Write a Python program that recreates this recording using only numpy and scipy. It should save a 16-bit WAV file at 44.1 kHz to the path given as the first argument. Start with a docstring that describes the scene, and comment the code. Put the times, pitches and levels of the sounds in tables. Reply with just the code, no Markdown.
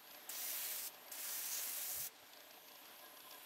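"""A small compressor chuffs, hums and ticks, and air leaks with a high narrow hiss; then an airbrush sprays twice.
Each spray is a puff of stored air, then jet turbulence (shaped noise) with faint whistles (narrow noise bands).
The compressor is noise with casing resonances, modulated once per turn; its valve ticks are struck modes.
The leak is three narrow bands of noise. Booth echoes colour the airbrush and leak; low gusts brush the one
microphone."""
import sys
import numpy as np
from scipy import signal
from scipy.fft import rfft, irfft
from scipy.io import wavfile

SR = 44100
rng = np.random.default_rng(int(sys.argv[2]) if len(sys.argv) > 2 else 0)


def store_wav(level_fs):
    """Save 16-bit WAV to argv[1]."""
    pcm = np.round(np.clip(np.atleast_2d(level_fs), -1, 1) * 32767)
    wavfile.write(sys.argv[1], SR, pcm.T.astype(np.int16))


N = 152145


def from_db(db):
    """Decibel law: level in dB to amplitude gain."""
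    return 10 ** (np.asarray(db) / 20)


def rms_one(x):
    """Power normalisation: scale to unit rms."""
    return x / np.sqrt(np.mean(np.abs(x) ** 2) + 1e-20)


def in_time(rows, outside=None):
    """Linear interpolation: the columns after t/s, at every sample."""
    s, *columns = np.transpose(rows)
    t = np.arange(N) / SR
    return [np.interp(t, s, column, outside, outside) for column in columns]


def drift(rate_hz):
    """Low-passed random motion: noise through two equal poles at this rate, spread 1."""
    step = 40  # samples between drawn values
    r = np.exp(-2 * np.pi * rate_hz * step / SR)
    noise = rng.standard_normal(N // step + 2002)
    slow = signal.lfilter([1], [1, -2 * r, r * r], noise)[2000:]  # the filter has settled
    return np.interp(np.arange(N) / step, np.arange(len(slow)), rms_one(slow))


def coloured(spectrum):
    """Spectral shaping of white noise: falls 54 dB in the octave below the table, flat above it; rms 1."""
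    hz, db = np.transpose(spectrum)
    log_hz = np.log(np.fft.rfftfreq(N, 1 / SR) + 1)
    shape_db = np.interp(log_hz, np.log([hz[0] / 2, *hz]), [db[0] - 54, *db])
    return rms_one(irfft(rfft(rng.standard_normal(N)) * from_db(shape_db), N))


def band(hz, half_hz):
    """Heterodyning: low-passed complex noise moved to a fixed or gliding centre, -6 dB at half_hz; rms 1."""
    r = np.exp(-2 * np.pi * half_hz / SR)
    noise = rng.standard_normal(N) + 1j * rng.standard_normal(N)
    slow = signal.lfilter([1], [1, -2 * r, r * r], noise)
    carrier = np.exp(2j * np.pi * np.cumsum(hz * np.ones(N)) / SR)
    return rms_one(np.real(slow * carrier))


def patchy(x, patchy_db):
    """Independent band modulation: overlapping slices at 700 Hz spacing swell and sink by themselves."""
    spectrum = rfft(x)
    slices = np.fft.rfftfreq(N, 1 / SR) / 700
    out = 0
    for k in range(25):
        one_slice = irfft(spectrum * np.clip(1 - abs(slices - k), 0, 1), N)
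        out = out + from_db(patchy_db * drift(5.0)) * one_slice
    return out


# spectra of the bright jet and its lower hiss: (f/Hz, relative level per Hz/dB)
JET_SPECTRUM = [(2350, -30), (4000, -10.5), (5350, -6.5), (6090, -2), (9220, -2.5), (11800, -1.5),
                (13300, 1), (15600, -2.5)]
LOW_HISS_SPECTRUM = [(290, -39), (500, -16), (590, -8.5), (1080, -8), (1840, -2.5), (3020, -2.5),
                     (6000, -4), (7000, -25), (9100, -25), (15400, -120)]
# the lower hiss swells and sinks with the aim: (t/s, level against the jet/dB)
LOW_HISS_LEVEL = [(.3, -6.5), (.45, -10.5), (.65, -7.5), (.87, -10), (1.14, -7), (1.3, -10.5),
                  (1.57, -10.5), (1.8, -9.5), (1.95, -14), (2.07, -13.5)]
JET_PATCHY_DB, JET_FLUTTER_DB, JET_SPIT_DB = .9, 0.26, 1.0  # spreads


def spray():
    """Jet turbulence: bright hiss, lower hiss and whistles share the flow and its rapid flutter."""
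    low_db, = in_time(LOW_HISS_LEVEL)
    hiss = coloured(JET_SPECTRUM) + from_db(low_db) * coloured(LOW_HISS_SPECTRUM)
    jet = patchy(hiss, JET_PATCHY_DB) + whistles()
    flutter_db = JET_FLUTTER_DB * drift(25.0) + JET_SPIT_DB * drift(137.0)
    return flow() * jet * from_db(flutter_db)


# each spray: (valve opens t/s, paint flows fully t/s, valve shuts t/s,
# level on opening/dB, at full flow/dB, at the end/dB), all before flutter
SPRAYS = [(0.294, .44, 0.8784, -48.5, -44, -45.5), (1.117, 1.244, 2.071, -50.5, -44.5, -44)]
OPEN_S, HESITATE_S, SHUT_DB_PER_S = 0.0026, 0.052, 1000


def flow():
    """Valve-controlled flow envelope: opens at once, hesitates, moves to full flow with paint, shuts fast."""
    jet = 0
    for opens, full, shuts, first_db, full_db, last_db in SPRAYS:
        db, = in_time([
            (opens - OPEN_S, first_db - 30),
            (opens, first_db),
            (opens + HESITATE_S, first_db),
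            (full, full_db),
            (shuts, last_db),
            (shuts + 40 / SHUT_DB_PER_S, last_db - 40),
        ], -140)
        jet = jet + from_db(db)
    return jet


# whistling bands as the jet meets edges:
# (start t/s, end t/s, middle f/Hz, half width/Hz, level against the jet/dB)
WHISTLES = [(.40, .80, 13550, 220, -8), (.33, .56, 5800, 250, -14), (.36, .62, 12100, 220, -13),
            (.45, .8, 10000, 150, -20), (.72, .88, 7800, 400, -15), (1.3, 1.52, 6050, 250, -14),
            (1.515, 1.63, 6350, 600, -4.5), (1.5, 1.9, 11200, 200, -14), (1.64, 1.9, 13500, 400, -10),
            (1.87, 2.07, 12400, 250, -11), (1.85, 2.07, 7500, 300, -16), (1.25, 1.4, 14000, 350, -14),
            (1.2, 1.4, 12000, 200, -14), (.55, .76, 2450, 250, -20), (1.52, 1.62, 4200, 700, -13)]
WHISTLE_EDGE_S, WHISTLE_WANDER = 0.025, .006  # fade time; spread as a fraction of pitch


def whistles():
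    """Edge tones as narrow-band noise: each fades in and out and wanders in pitch."""
    out = 0
    for start, end, hz, half_hz, db in WHISTLES:
        on, = in_time([(start - WHISTLE_EDGE_S, 0), (start, 1), (end - WHISTLE_EDGE_S, 1), (end, 0)])
        moving_hz = hz * (1 + WHISTLE_WANDER * drift(3.0))
        out = out + on * from_db(db) * band(moving_hz, half_hz)
    return out


# valve openings: (t/s, level/dB)
PUFFS = [(0.292, -48), (1.119, -50)]
# colour of a puff: (middle f/Hz, half width/Hz, relative level/dB)
PUFF_BANDS = [(7870, 900, 1), (12200, 1100, -1), (15500, 500, -7)]
PUFF_S, PUFF_FADE_S = .007, 0.0026  # steady part; time constant of the decay


def puffs():
    """Pressure release: stored air escapes in a short steady burst, then decays exponentially."""
    t = np.arange(N) / SR
    shape = 0
    for s, db in PUFFS:
        decay = np.exp(-np.clip(t - s - PUFF_S, 0, None) / PUFF_FADE_S)
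        shape = shape + from_db(db) * (t > s) * decay
    return shape * sum(from_db(db) * band(hz, half_hz) for hz, half_hz, db in PUFF_BANDS)


# compressor drone: (t/s, base level/dB)
DRONE_LEVEL = [(0, -65.5), (.14, -62), (.3, -62.5), (2.06, -63), (2.12, -66.5), (2.3, -65), (2.6, -65.5),
               (2.87, -64.5), (3.1, -65.5), (3.45, -63.5)]
# its noise spectrum: (f/Hz, relative level per Hz/dB)
DRONE_SPECTRUM = [(41, -56), (70, -18), (198, -8), (298, -5.5), (382, -3.5), (437, -5), (536, -4.5),
                  (600, -0.5), (823, 0.5), (1030, -2), (1290, -2.5), (3340, -3), (7550, -11), (11900, -14),
                  (15600, -20)]
# casing resonances: (middle f/Hz, half width/Hz, mean level against the base/dB)
CASING_PEAKS = [(293.5, 52, -13.5), (447.5, 23, -14.5), (600, 29, -9.5), (735, 36, -10.5), (1638, 45, -13)]
# gain of the drone's treble: (t/s, level/dB)
DRONE_TREBLE = [(1.1, -1.5), (3.3, 1)]
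# grainy bands: (t/s, base level/dB)
GRAINY_LEVEL = [(0, -75.5), (2.1, -76), (2.5, -79), (2.8, -70.5), (3.1, -73), (3.45, -71)]
TURNS_PER_S, TURN_AT_S, CHUFF_DB = 28.75, 2.336, 0.63  # CHUFF_DB: swell either side of the mean
PEAK_WAVER_DB, DRONE_PATCHY_DB = 1, 1.5  # spreads
BURBLE_DB, BURBLES_PER_S = 2.5, 18  # casing resonances and grain swell together in short lumps
HUM_HZ, HUM_DB = 59, -29  # against the base level
TREBLE_HZ = 2300
GRAIN_HZ, GRAIN_HALF_HZ = 1025, 40
HIGH_GRAIN_HZ, HIGH_GRAIN_HALF_HZ, HIGH_GRAIN_DB = 3320, 150, -3.5  # level against the lower grain


def drone():
    """Amplitude modulation by rotation: resonant noise and grain swell once per turn, over a low hum."""
    t = np.arange(N) / SR
    db, = in_time(DRONE_LEVEL)
    grainy_db, = in_time(GRAINY_LEVEL)
    treble_db, = in_time(DRONE_TREBLE)
    chuff_db = CHUFF_DB * np.cos(2 * np.pi * TURNS_PER_S * (t - TURN_AT_S))
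    lumps_db = BURBLE_DB * drift(BURBLES_PER_S)

    peaks = 0
    for hz, half_hz, peak_db in CASING_PEAKS:
        peaks = peaks + from_db(peak_db + PEAK_WAVER_DB * drift(6.0)) * band(hz, half_hz)
    noise = from_db(3.0) * patchy(coloured(DRONE_SPECTRUM), DRONE_PATCHY_DB)
    body = noise + from_db(lumps_db) * peaks

    high_pass = signal.butter(1, TREBLE_HZ, "high", fs=SR, output="sos")
    treble = signal.sosfilt(high_pass, body)
    body = body + (from_db(treble_db) - 1) * treble

    high_grain = from_db(HIGH_GRAIN_DB) * band(HIGH_GRAIN_HZ, HIGH_GRAIN_HALF_HZ)
    grainy = band(GRAIN_HZ, GRAIN_HALF_HZ) + high_grain
    hum = from_db(db + HUM_DB) * np.sin(2 * np.pi * HUM_HZ * t)
    return from_db(db + chuff_db) * body + hum + from_db(grainy_db + chuff_db + lumps_db) * grainy


# loud valve ticks: (t/s, level before trim/dB, favoured f/Hz)
TICKS = [(0.073, -53, 4630), (0.11, -46, 4560), (0.1463, -44, 2850), (0.3514, -40, 4430),
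         (0.945, -48, 3380), (1.0822, -47, 4710), (1.184, -45, 5190), (1.292, -41, 4620),
         (2.163, -56, 3280), (2.3338, -47, 3390), (2.372, -49, 4710), (2.4049, -45.5, 3400),
         (2.5096, -47.5, 5470), (2.5416, -51.5, 3380), (2.6832, -47.5, 4250), (2.7182, -49.5, 4640),
         (2.7557, -49, 5400), (2.855, -49.5, 3330), (2.9614, -53, 4770), (2.9934, -52, 3240),
         (3.0603, -51, 3220), (3.1708, -47, 3330), (3.2036, -46.5, 3300), (3.3099, -42, 5610),
         (3.3248, -44.5, 3420), (3.3444, -49.5, 5380)]
# modes of the valve plate: (f/Hz, relative level/dB, 60 dB decay time/s)
PLATE_MODES = [(597, -10.5, 0.044), (1000, -3, 0.015), (2540, 0.5, 0.0093), (3380, 1.5, 0.011),
               (3750, -1, 0.006), (4500, 5, 0.0096), (4900, 6.5, 0.0068), (5610, 7, 0.0051),
               (6420, 3, 0.0059), (6830, 2.5, 0.0068), (7700, -4, .004), (8900, 0, .003)]
TICK_TRIM_DB, FAVOUR_DB = -13.5, 5
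BOUNCE_DB, BOUNCE_S = -3, .0014  # change per bounce; mean gap between bounces


def ticks():
    """Modal ringing: a click and three bounces strike the valve plate, with modes near one pitch favoured."""
    s, db, favoured_hz = np.transpose(TICKS)
    late = rng.uniform(.5, 1.5, (len(s), 3)).cumsum(axis=1)
    strike_times = [s, *(s + BOUNCE_S * late.T)]
    chance_db = rng.normal(0, 2, (len(s), len(PLATE_MODES), 4))
    out = 0
    for m, (hz, mode_db, t60) in enumerate(PLATE_MODES):
        clicks = np.zeros(N) + 1e-18
        near_db = FAVOUR_DB * np.exp(-((hz - favoured_hz) / 500) ** 2)
        for k, at in enumerate(strike_times):
            strike_db = db + TICK_TRIM_DB + mode_db + near_db + k * BOUNCE_DB + chance_db[:, m, k]
            clicks[(at * SR).astype(int)] += from_db(strike_db)
        r = from_db(-60 / (t60 * SR))
        w = 2 * np.pi * hz / SR
        ring = signal.lfilter([0, np.sin(w)], [1, -2 * r * np.cos(w), r * r], clicks)
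        out = out + (-1) ** m * ring  # neighbouring modes have opposite sign
    return out


# main band of the leak, in four runs: (t/s, level before flutter/dB)
LEAK_LEVEL = [
    [(0.02, -72), (0.14, -66), (0.28, -69.5)],
    [(0.92, -70.5), (1.002, -73.5), (1.1, -73)],
    [(2.11, -78), (2.29, -69.5), (2.3, -69)],
    [(2.35, -70), (2.926, -66), (3.43, -63.5)],
]
# its pitch: (t/s, f/Hz)
LEAK_PITCH = [(0, 11950), (1.1, 12000), (2.2, 11900), (2.55, 12050), (2.95, 11900), (3.1, 11600),
              (3.2, 11850), (3.45, 11900)]
# upper and lower bands: (t/s, level against the main band/dB, f/Hz)
LEAK_UPPER = [(0, 2.5, 12800), (.9, 6, 12680), (1.1, 9, 12600), (2.2, -2, 12500), (2.7, -3, 12800),
              (3.1, -4, 12400), (3.17, -8, 13400), (3.45, -6, 13500)]
LEAK_LOWER = [(0, -7, 10000), (.3, -7, 10000), (1.1, -6, 10200), (2.2, -18, 10300), (2.9, -11, 10000),
              (3.05, -7, 10700), (3.45, -7, 10000)]
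LEAK_HALF_HZ, UPPER_HALF_HZ, LOWER_HALF_HZ = 410, 420, 700
LEAK_ROUGH_DB = 1.3  # spread


def leak():
    """Narrow-band turbulence: main, upper and broader lower bands glide in pitch and flutter together."""
    db, = in_time(sum(LEAK_LEVEL, []))
    hz, = in_time(LEAK_PITCH)
    upper_db, upper_hz = in_time(LEAK_UPPER)
    lower_db, lower_hz = in_time(LEAK_LOWER)
    main = band(hz, LEAK_HALF_HZ)
    upper = from_db(upper_db) * band(upper_hz, UPPER_HALF_HZ)
    lower = from_db(lower_db) * band(lower_hz, LOWER_HALF_HZ)
    return from_db(db + LEAK_ROUGH_DB * drift(60.0)) * (main + upper + lower)


# gusts on the microphone: (middle t/s, half length/s, level/dB)
DRAUGHT = [(1.896, 0.015, -77), (2.0, 0.064, -68), (2.235, .025, -79)]


def draught():
    """Wind noise: spent air brushes the microphone with gusts of low-frequency noise."""
    t = np.arange(N) / SR
    gusts = sum(from_db(db) * np.exp(-((t - s) / half_s) ** 2) for s, half_s, db in DRAUGHT)
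    band_pass = signal.butter(3, [64.5, 165], "band", fs=SR, output="sos")  # Hz
    return gusts * rms_one(signal.sosfilt(band_pass, rng.standard_normal(N)))


# reflections from the booth walls: (delay t/s, level/dB)
ECHOES = [(.0018, -23), (.0043, -14.5), (.0071, -17), (0.0126, -18)]


def booth(x):
    """Comb filtering: a few close echoes ripple the spectrum."""
    n = np.arange(N)
    return x + sum(from_db(db) * np.interp(n - s * SR, n, x, 0) for s, db in ECHOES)


def scene():
    """Superposition: all sources add at one microphone, the same in both channels."""
    mono = booth(spray() + puffs() + leak()) + drone() + ticks() + draught()
    return np.array([mono, mono])


RUMBLE_CUT_HZ, CUTOFF_HZ = 45, 15714


def record(dry):
    """Band limiting: deep rumble is filtered out and the top falls steeply by 60 dB."""
    high_pass = signal.butter(2, RUMBLE_CUT_HZ, "high", fs=SR, output="sos")
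    dry = signal.sosfilt(high_pass, dry)
    slope = np.clip((np.fft.rfftfreq(N, 1 / SR) - CUTOFF_HZ - 10) / 80, 0, 1)
    return irfft(rfft(dry) * from_db(-60 * slope ** 2), N)


dry = scene()
out = record(dry)
store_wav(out)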